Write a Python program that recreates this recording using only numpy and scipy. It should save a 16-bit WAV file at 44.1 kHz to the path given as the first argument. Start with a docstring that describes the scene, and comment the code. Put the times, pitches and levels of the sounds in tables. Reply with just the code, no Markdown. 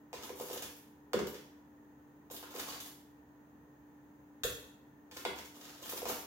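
"""A steel spoon digs cocoa powder out of a hand-held tin in a hard-walled kitchen.
It crunches through the powder and knocks the wall, then the base, and digs again.
After a pause it clinks once on the way in, touches the rim, and digs on to the end.
Touches and grains of friction drive the resonances of tin and spoon; a synthetic room response rings after each.
Filtered noise and a wavering sine make the room air and the humming appliance underneath."""
import sys
import numpy as np
from scipy import signal
from scipy.fft import rfft, irfft, next_fast_len
from scipy.io import wavfile
from scipy.ndimage import uniform_filter1d

SR = 44100
rng = np.random.default_rng(int(sys.argv[2]) if len(sys.argv) > 2 else 0)


def unload_wav(signal):
    """Save mono or channel-first audio to the path in sys.argv[1] as 16-bit WAV at rate SR, clipped to [-1, 1]."""
    wavfile.write(
        sys.argv[1],
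        SR,
        np.round(np.clip(np.atleast_2d(signal).T, -1, 1) * 32767).astype(np.int16),
    )


N = 276058
TIME = np.arange(N) / SR
SWING_S = 0.00692  # the thump of the base comes this long after the tick

# tin resonances: centre_hz, width_hz, level_db
TIN_MODES = [(137, 14, -16), (212, 30, -5), (366, 35, -9), (418, 45, -3), (484, 45, 0), (562, 30, -11),
             (680, 40, -9), (800, 35, -14), (895, 30, -7), (945, 50, -8), (1120, 45, -17), (1425, 50, -11),
             (1670, 40, -12), (1850, 80, -22), (1988, 22, -12), (2065, 35, -9), (2200, 60, -16),
             (2420, 60, -23), (2970, 50, -19), (3355, 36, -6), (3490, 55, -13)]
# spectrum of crunching powder: freq_hz, density_db_per_hz
POWDER_SPECTRUM = [(710, -6), (1200, -2), (1380, -9), (2030, -8.5), (2490, -12.5), (2870, -3), (3480, -2.5),
                   (4230, -6.5), (4710, -7), (6780, -4), (8230, -12), (12900, -5), (15700, -8)]
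# spectrum of a sharp crack: freq_hz, density_db_per_hz
CRACK_SPECTRUM = [(300, -9), (1150, 2.5), (1800, 1), (2600, 2), (3400, -1), (4300, -1), (5600, 0),
                  (6800, -3), (8500, -10), (15500, -8.5)]


def undb(db):
    """Decibels to gain."""
    return 10 ** (np.asarray(db) / 20)


def unit(x):
    """Scale to rms 1."""
    return x / np.sqrt(np.mean(x ** 2) + 1e-20)


def burst(x, db):
    """Scale a short sound so that its energy equals 20 ms at this rms level."""
    energy = np.sum(x ** 2)
    return x * undb(db) * np.sqrt(SR / 50 / energy)


def at_hz(points, hz):
    """Interpolate (Hz, value) points on a log-frequency axis."""
    point_hz, value = np.transpose(points)
    return np.interp(np.log(hz + 1e-3), np.log(point_hz), value)


def colour(x, points):
    """Minimum-phase filter with the given (Hz, dB) response, built by folding the cepstrum."""
    size = next_fast_len(x.shape[-1] + 4096, True) // 2 * 2
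    response_db = at_hz(points, np.fft.rfftfreq(size, 1 / SR))
    cepstrum = irfft(np.log(undb(response_db)))
    cepstrum[1:size // 2] *= 2
    cepstrum[size // 2 + 1:] = 0
    response = np.exp(rfft(cepstrum))
    return irfft(rfft(x, size) * response)[..., :x.shape[-1]]


def band(x, lo_hz, hi_hz):
    """Butterworth band-pass."""
    edges_hz = [lo_hz, min(hi_hz, SR / 2 - 1)]
    return signal.sosfilt(signal.butter(3, edges_hz, "band", fs=SR, output="sos"), x)


def ring(x, modes):
    """Drive parallel resonances: (centre_hz, width_hz, level_db)."""
    out = 0
    for hz, width_hz, db in modes:
        b, a = signal.iirpeak(hz, hz / width_hz, fs=SR)
        out = out + undb(db) * signal.lfilter(b, a, x)
    return out


def add(track, start_s, x):
    """Mix x into the track."""
    start = int(start_s * SR)
    track[start:start + len(x)] += x[:N - start]


def diffuse(size):
    """Stereo noise arriving from all sides: alike in the bass, nearly unrelated in the treble."""
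    # freq_hz, left_right_correlation
    likeness = [(100, 0.95), (300, 0.82), (600, 0.61), (1200, 0.043), (15000, .01)]
    mid, side = rfft(rng.standard_normal((2, size)))
    alike = np.clip(at_hz(likeness, np.fft.rfftfreq(size, 1 / SR)), 0, 1)
    shared = mid * np.sqrt(1 + alike)
    opposed = np.outer([1, -1], side * np.sqrt(1 - alike))
    return irfft(shared + opposed, size) / np.sqrt(2)


def walk(rate_hz):
    """Smoothed random drift about zero, rms 1."""
    hold = int(SR / rate_hz)
    steps = np.repeat(rng.standard_normal(N // hold + 1), hold)
    return unit(uniform_filter1d(steps, hold)[:N])


def grains(size, rate_hz, spread_db):
    """Random tiny fractures, a few much larger than the rest, rms 1."""
    size_db = spread_db * np.minimum(rng.exponential(size=size), 5)
    pulses = undb(size_db) * rng.standard_normal(size)
    return unit(pulses * (rng.random(size) < rate_hz / SR))


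def contact(chatter_s, chatter_db):
    """Force of one touch: a sharp blow plus a decaying buzz of the spoon against the metal."""
    t = TIME[:SR // 3]
    decay = np.exp(-t / max(chatter_s, 1e-3))
    chatter = burst(grains(len(t), 7000, 1.06) * decay, chatter_db)
    blow = burst(1. * (t == 0), 0)
    return chatter + blow


def sway(db, shake_s=0.066):
    """A blow leaves the tin shaking in the hand with a faint, deep wobble."""
    # whole tin in the hand: centre_hz, width_hz, level_db
    hand_mode = [(76, 13, 0)]
    shake = ring(contact(shake_s, chatter_db=17), hand_mode)
    return burst(band(shake, 55, 135), db)


def knocks(buzz_db=-6, grit_db=4, dull_db=-19, sway_db=-31):
    """Where the spoon lands sets how much the tin's base, air column, wall and rim each ring."""
    # spoon against tin: start_s, level_db, place
    knock_table = [(0.13, -41, "wall"), (0.294, -42.5, "powder"), (0.399, -40, "powder"),
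                   (0.5, -42.5, "powder"), (0.56, -43.5, "powder"), (0.624, -40.5, "graze"),
                   (1.133, -26.5, "base"), (1.191, -32, "base"), (1.344, -48.5, "graze"),
                   (2.301, -49.5, "powder"), (2.428, -49, "wall"), (2.542, -47.5, "powder"),
                   (2.572, -46, "wall"), (2.723, -44, "graze"), (5.113, -49.5, "graze"),
                   (5.251, -35, "rim"), (5.925, -43.5, "powder"), (6.019, -39.5, "powder"),
                   (6.055, -37, "wall"), (6.096, -43, "wall")]
    # tin's answer by place: boom_db, base_thump_db, air_column_db, wall_ring_db, rim_ring_db,
    # crack_db, chatter_s (contact() holds it to 1 ms or more)
    place_table = {"powder": (-18, 0, -4, -31, -30, -9, -0.04),
                   "wall": (-19.5, -4.5, -1, -31.5, -34, -2.5, 0.06),
                   "base": (-11.5, 0, -9.5, -13, -21, -12.5, -0.01),
                   "rim": (-18, -2.5, 1.5, -1.5, -3, -7.5, -0.07),
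                   "graze": (-21, -11, -12, -18.5, -12.5, -1.5, 0.02)}
    regions_hz = [(135, 270), (340, 590), (600, 1300), (1300, 2600), (2600, 3800)]
    lags_s = [SWING_S, SWING_S, 0, 0, 0]
    out = np.zeros(N)
    for start_s, level_db, place in knock_table:
        *shares_db, crack_db, chatter_s = place_table[place]
        force = contact(chatter_s, buzz_db)
        # hand and powder deaden the tin: a dull knock lies under its modes
        tin = ring(force, TIN_MODES) + undb(dull_db) * band(force, 350, 1100)
        for (lo_hz, hi_hz), share_db, lag_s in zip(regions_hz, shares_db, lags_s):
            add(out, start_s + lag_s, burst(band(tin, lo_hz, hi_hz), level_db + share_db))
        crack = colour(contact(chatter_s, grit_db), CRACK_SPECTRUM)
        add(out, start_s, burst(crack, level_db + crack_db))
        add(out, start_s, sway(level_db + sway_db))
    return out


def clinks(sway_db=-27, grip_hz=105):
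    """The empty spoon rings off the rim while the tin answers low and sways in the hand."""
    # spoon bowl on rim: start_s, spoon_ring_db, clank_db, tin_thump_db
    clink_table = [(4.435, -33, -34.5, -32.5)]
    # spoon resonances before the grip: centre_hz, width_hz, level_db
    spoon_modes = [(1570, 200, 0), (1770, 98, -2), (2670, 340, -5.5), (3320, 250, -1), (3760, 150, -17),
                   (4480, 86, -20), (5100, 100, -8), (5940, 78, -5), (6630, 70, -2.5), (7400, 100, -1),
                   (9000, 60, -22), (9500, 420, -14)]
    # dense cluster of overtones: freq_hz, density_db_per_hz
    clank_spectrum = [(500, -0.5), (1100, -2.5), (1500, 0.5), (2400, -6), (4200, -1.5), (4800, -14),
                      (8000, -8), (9500, -5.5), (13000, -0.5), (15500, -4)]
    # the fingers damp: no mode is narrower than grip_hz
    held_modes = [(hz, max(width_hz, grip_hz), db) for hz, width_hz, db in spoon_modes]
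    out = np.zeros(N)
    for start_s, spoon_db, clank_db, thump_db in clink_table:
        force = contact(0.0067, chatter_db=6.5)
        spoon = burst(ring(force, held_modes), spoon_db)
        clank = burst(colour(contact(0.02, chatter_db=13), clank_spectrum), clank_db)
        add(out, start_s, spoon + clank)
        tin = ring(force, TIN_MODES) + undb(-7) * force
        add(out, start_s + SWING_S, burst(band(tin, 430, 660), thump_db))
        add(out, start_s, sway(thump_db + sway_db))
    return out


def push(start_s, length_s, attack_s=0.0094, release_s=0.0077):
    """Effort of one push: it sets in quickly, holds, and lets go."""
    t = TIME - start_s
    onset = np.clip(t / attack_s, 0, 1)
    return onset * np.exp(-np.maximum(t - length_s, 0) / release_s)


def digging(hiss_db=-2, rasp_db=-3, rumble_db=-2, grit_db=-1, fits_db=4.5, dull_db=4):
    """Powder crunches in fits and starts: fine grains hiss and rasp, coarser slips shake the tin."""
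    # pushes through the powder: start_s, length_s, level_db, extra_hiss_db
    stroke_table = [(0.209, 0.077, -53.5, 2), (0.353, 0.19, -54, 4.5), (0.507, 0.073, -50, -2),
                    (2.303, 0.059, -54.5, 5), (2.5, 0.11, -53, 1), (2.624, 0.14, -51.5, 0),
                    (2.802, 0.08, -59.5, 5), (5.13, 0.16, -63, 2), (5.353, 0.036, -49.5, -3),
                    (5.528, 0.28, -59.5, -2), (5.811, 0.073, -51.5, 2), (5.887, 0.085, -46.5, 1.5),
                    (6.06, 0.044, -50, 3), (6.138, 0.066, -59, 6)]
    hiss = unit(band(colour(grains(N, 5000, 2.8), POWDER_SPECTRUM), 7500, 18000))
    rasp = unit(band(colour(grains(N, 2000, 3.2), POWDER_SPECTRUM), 1300, 7500))
    # sugar crystals crack under the edge, sparser than the powder
    crystals = unit(colour(grains(N, 110, 1.5), CRACK_SPECTRUM))
    slips = grains(N, 800, 3.)
    shaken = ring(slips, TIN_MODES) + undb(dull_db) * slips
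    rumble = unit(band(shaken, 230, 1250))
    scrape = undb(rasp_db) * rasp + undb(grit_db) * crystals + undb(rumble_db) * rumble
    out = np.zeros(N)
    for start_s, length_s, level_db, extra_hiss_db in stroke_table:
        crunch = scrape + undb(extra_hiss_db + hiss_db) * hiss
        out += push(start_s, length_s) * undb(level_db) * crunch
    return out * undb(fits_db * walk(90))


def spurts(fade_s=0.006):
    """A lump of powder gives way: a short, dense crunch of decaying grains."""
    # lumps: start_s, rasp_level_db, hiss_over_rasp_db
    slip_table = [(0.529, -48.5, 6), (0.622, -56, 13.5), (0.766, -78, 22.5), (1.269, -49, 3),
                  (2.365, -49, -3), (2.701, -48, -4), (2.802, -47, 1.5), (5.45, -55, 0),
                  (5.897, -50.5, 12.5), (6.086, -42, 2)]
    out = np.zeros(N)
    t = TIME[:SR // 4]
    for start_s, rasp_db, hiss_over_rasp_db in slip_table:
        fractures = grains(len(t), 3500, 2.5) * np.exp(-t / fade_s)
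        crunch = colour(fractures, POWDER_SPECTRUM)
        add(out, start_s, burst(band(crunch, 8800, 25000), rasp_db + hiss_over_rasp_db))
        add(out, start_s, burst(band(crunch, 1300, 8700), rasp_db))
    return out


def chirps(width_hz=130, fade_s=0.0081):
    """The spoon's edge on the wall: for a moment stick and slip settles on one resonance."""
    # chirps: start_s, pitch_hz, level_db
    chirp_table = [(2.434, 1170, -51), (2.518, 1300, -57), (2.685, 1105, -47.5), (2.691, 4710, -49),
                   (5.837, 3200, -52), (6.091, 875, -41)]
    out = np.zeros(N)
    t = TIME[:SR // 4]
    for start_s, pitch_hz, level_db in chirp_table:
        rub = grains(len(t), 2100, 3.9) * np.exp(-(t / fade_s) ** 2)
        add(out, start_s, burst(ring(rub, [(pitch_hz, width_hz, 0)]), level_db))
    return out


def kitchen(x, gap_s=0.0011, early_db=3, early_s=0.0063, counter_gain=0.053, counter_s=0.0023):
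    """Direct sound, a bounce off the stone counter, then dense, decaying wall reflections."""
    # reverberation time: freq_hz, t60_s
    room_t60 = [(100, 0.42), (500, 0.56), (2000, 0.62), (6000, 0.53), (15000, 0.51)]
    # tail over direct sound, before gap and early boost: freq_hz, level_db
    room_share = [(100, 14), (500, 1), (1500, 5), (5000, 6), (15000, 5.5)]
    t = TIME[:SR * 3 // 4]
    hz, when_s, cells = signal.stft(diffuse(len(t)), SR, nperseg=256)
    t60_s = at_hz(room_t60, hz)[:, None]
    # the root factor gives every band's decay the same energy
    decay = np.exp(-np.log(1000) * when_s / t60_s) * np.sqrt(2 * np.log(1000) / t60_s / SR)
    share = undb(at_hz(room_share, hz))[:, None]
    tail = signal.istft(cells * decay * share, SR)[1][:, :len(t)]
    early_boost = undb(early_db * np.exp(-t / early_s))
    response = tail * np.clip(t / gap_s - .5, 0, 1) * early_boost
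    # the tin is held to the right: sound reaches the left 6 samples later
    for channel, lag in enumerate([6, 0]):
        response[channel, lag] += 1
        response[channel, lag + int(counter_s * SR)] += counter_gain
    return signal.fftconvolve(x[None], response, axes=1)[:, :N] / 2


def appliance(air_db=-62.5, hum_hz=295.2, hum_db=-61, waver_db=0.84):
    """A motor hums (wavering sine) and whirrs (noise bands) over the soft rush of room air."""
    # room air: freq_hz, density_db_per_hz
    air_spectrum = [(18, -65), (30, -26), (59, -20.5), (264, -9.5), (301, -8.5), (325, -17), (434, -14),
                    (564, -20.5), (1000, -24.5), (1530, -26.5), (1830, -32.5), (4960, -47), (6440, -45),
                    (9300, -50), (13200, -43.5), (14900, -36)]
    # steady whirr: centre_hz, width_hz, level_db
    whirr_bands = [(71.6, 21, -76.5), (137.8, 16.3, -74.5), (211, 7.8, -80), (907, 250, -72.5),
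                   (1814, 190, -77.5), (6520, 630, -87.5)]
    air = undb(air_db + 0.084 * walk(14)) * unit(colour(diffuse(N), air_spectrum))
    whirr = 0
    for hz, width_hz, db in whirr_bands:
        whirr = whirr + undb(db) * unit(band(diffuse(N), hz - width_hz / 2, hz + width_hz / 2))
    phase_rad = 2 * np.pi * hum_hz * TIME + 0.067 * walk(27)
    hum = np.sqrt(2) * np.sin(phase_rad) * undb(hum_db + waver_db * walk(3.157))
    return air + whirr + hum


def scene():
    """Spoon and tin in the kitchen, over the appliance."""
    touches = knocks() + clinks() + digging() + spurts() + chirps()
    return kitchen(touches) + appliance()


def record(dry):
    """The phone cuts the deep bass and the very top."""
    high_pass = signal.butter(3, 45, "high", fs=SR, output="sos")
    low_pass = signal.ellip(10, .2, 70, 15800, fs=SR, output="sos")
    return signal.sosfilt(low_pass, signal.sosfilt(high_pass, dry))


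dry = scene()
out = record(dry)
unload_wav(out)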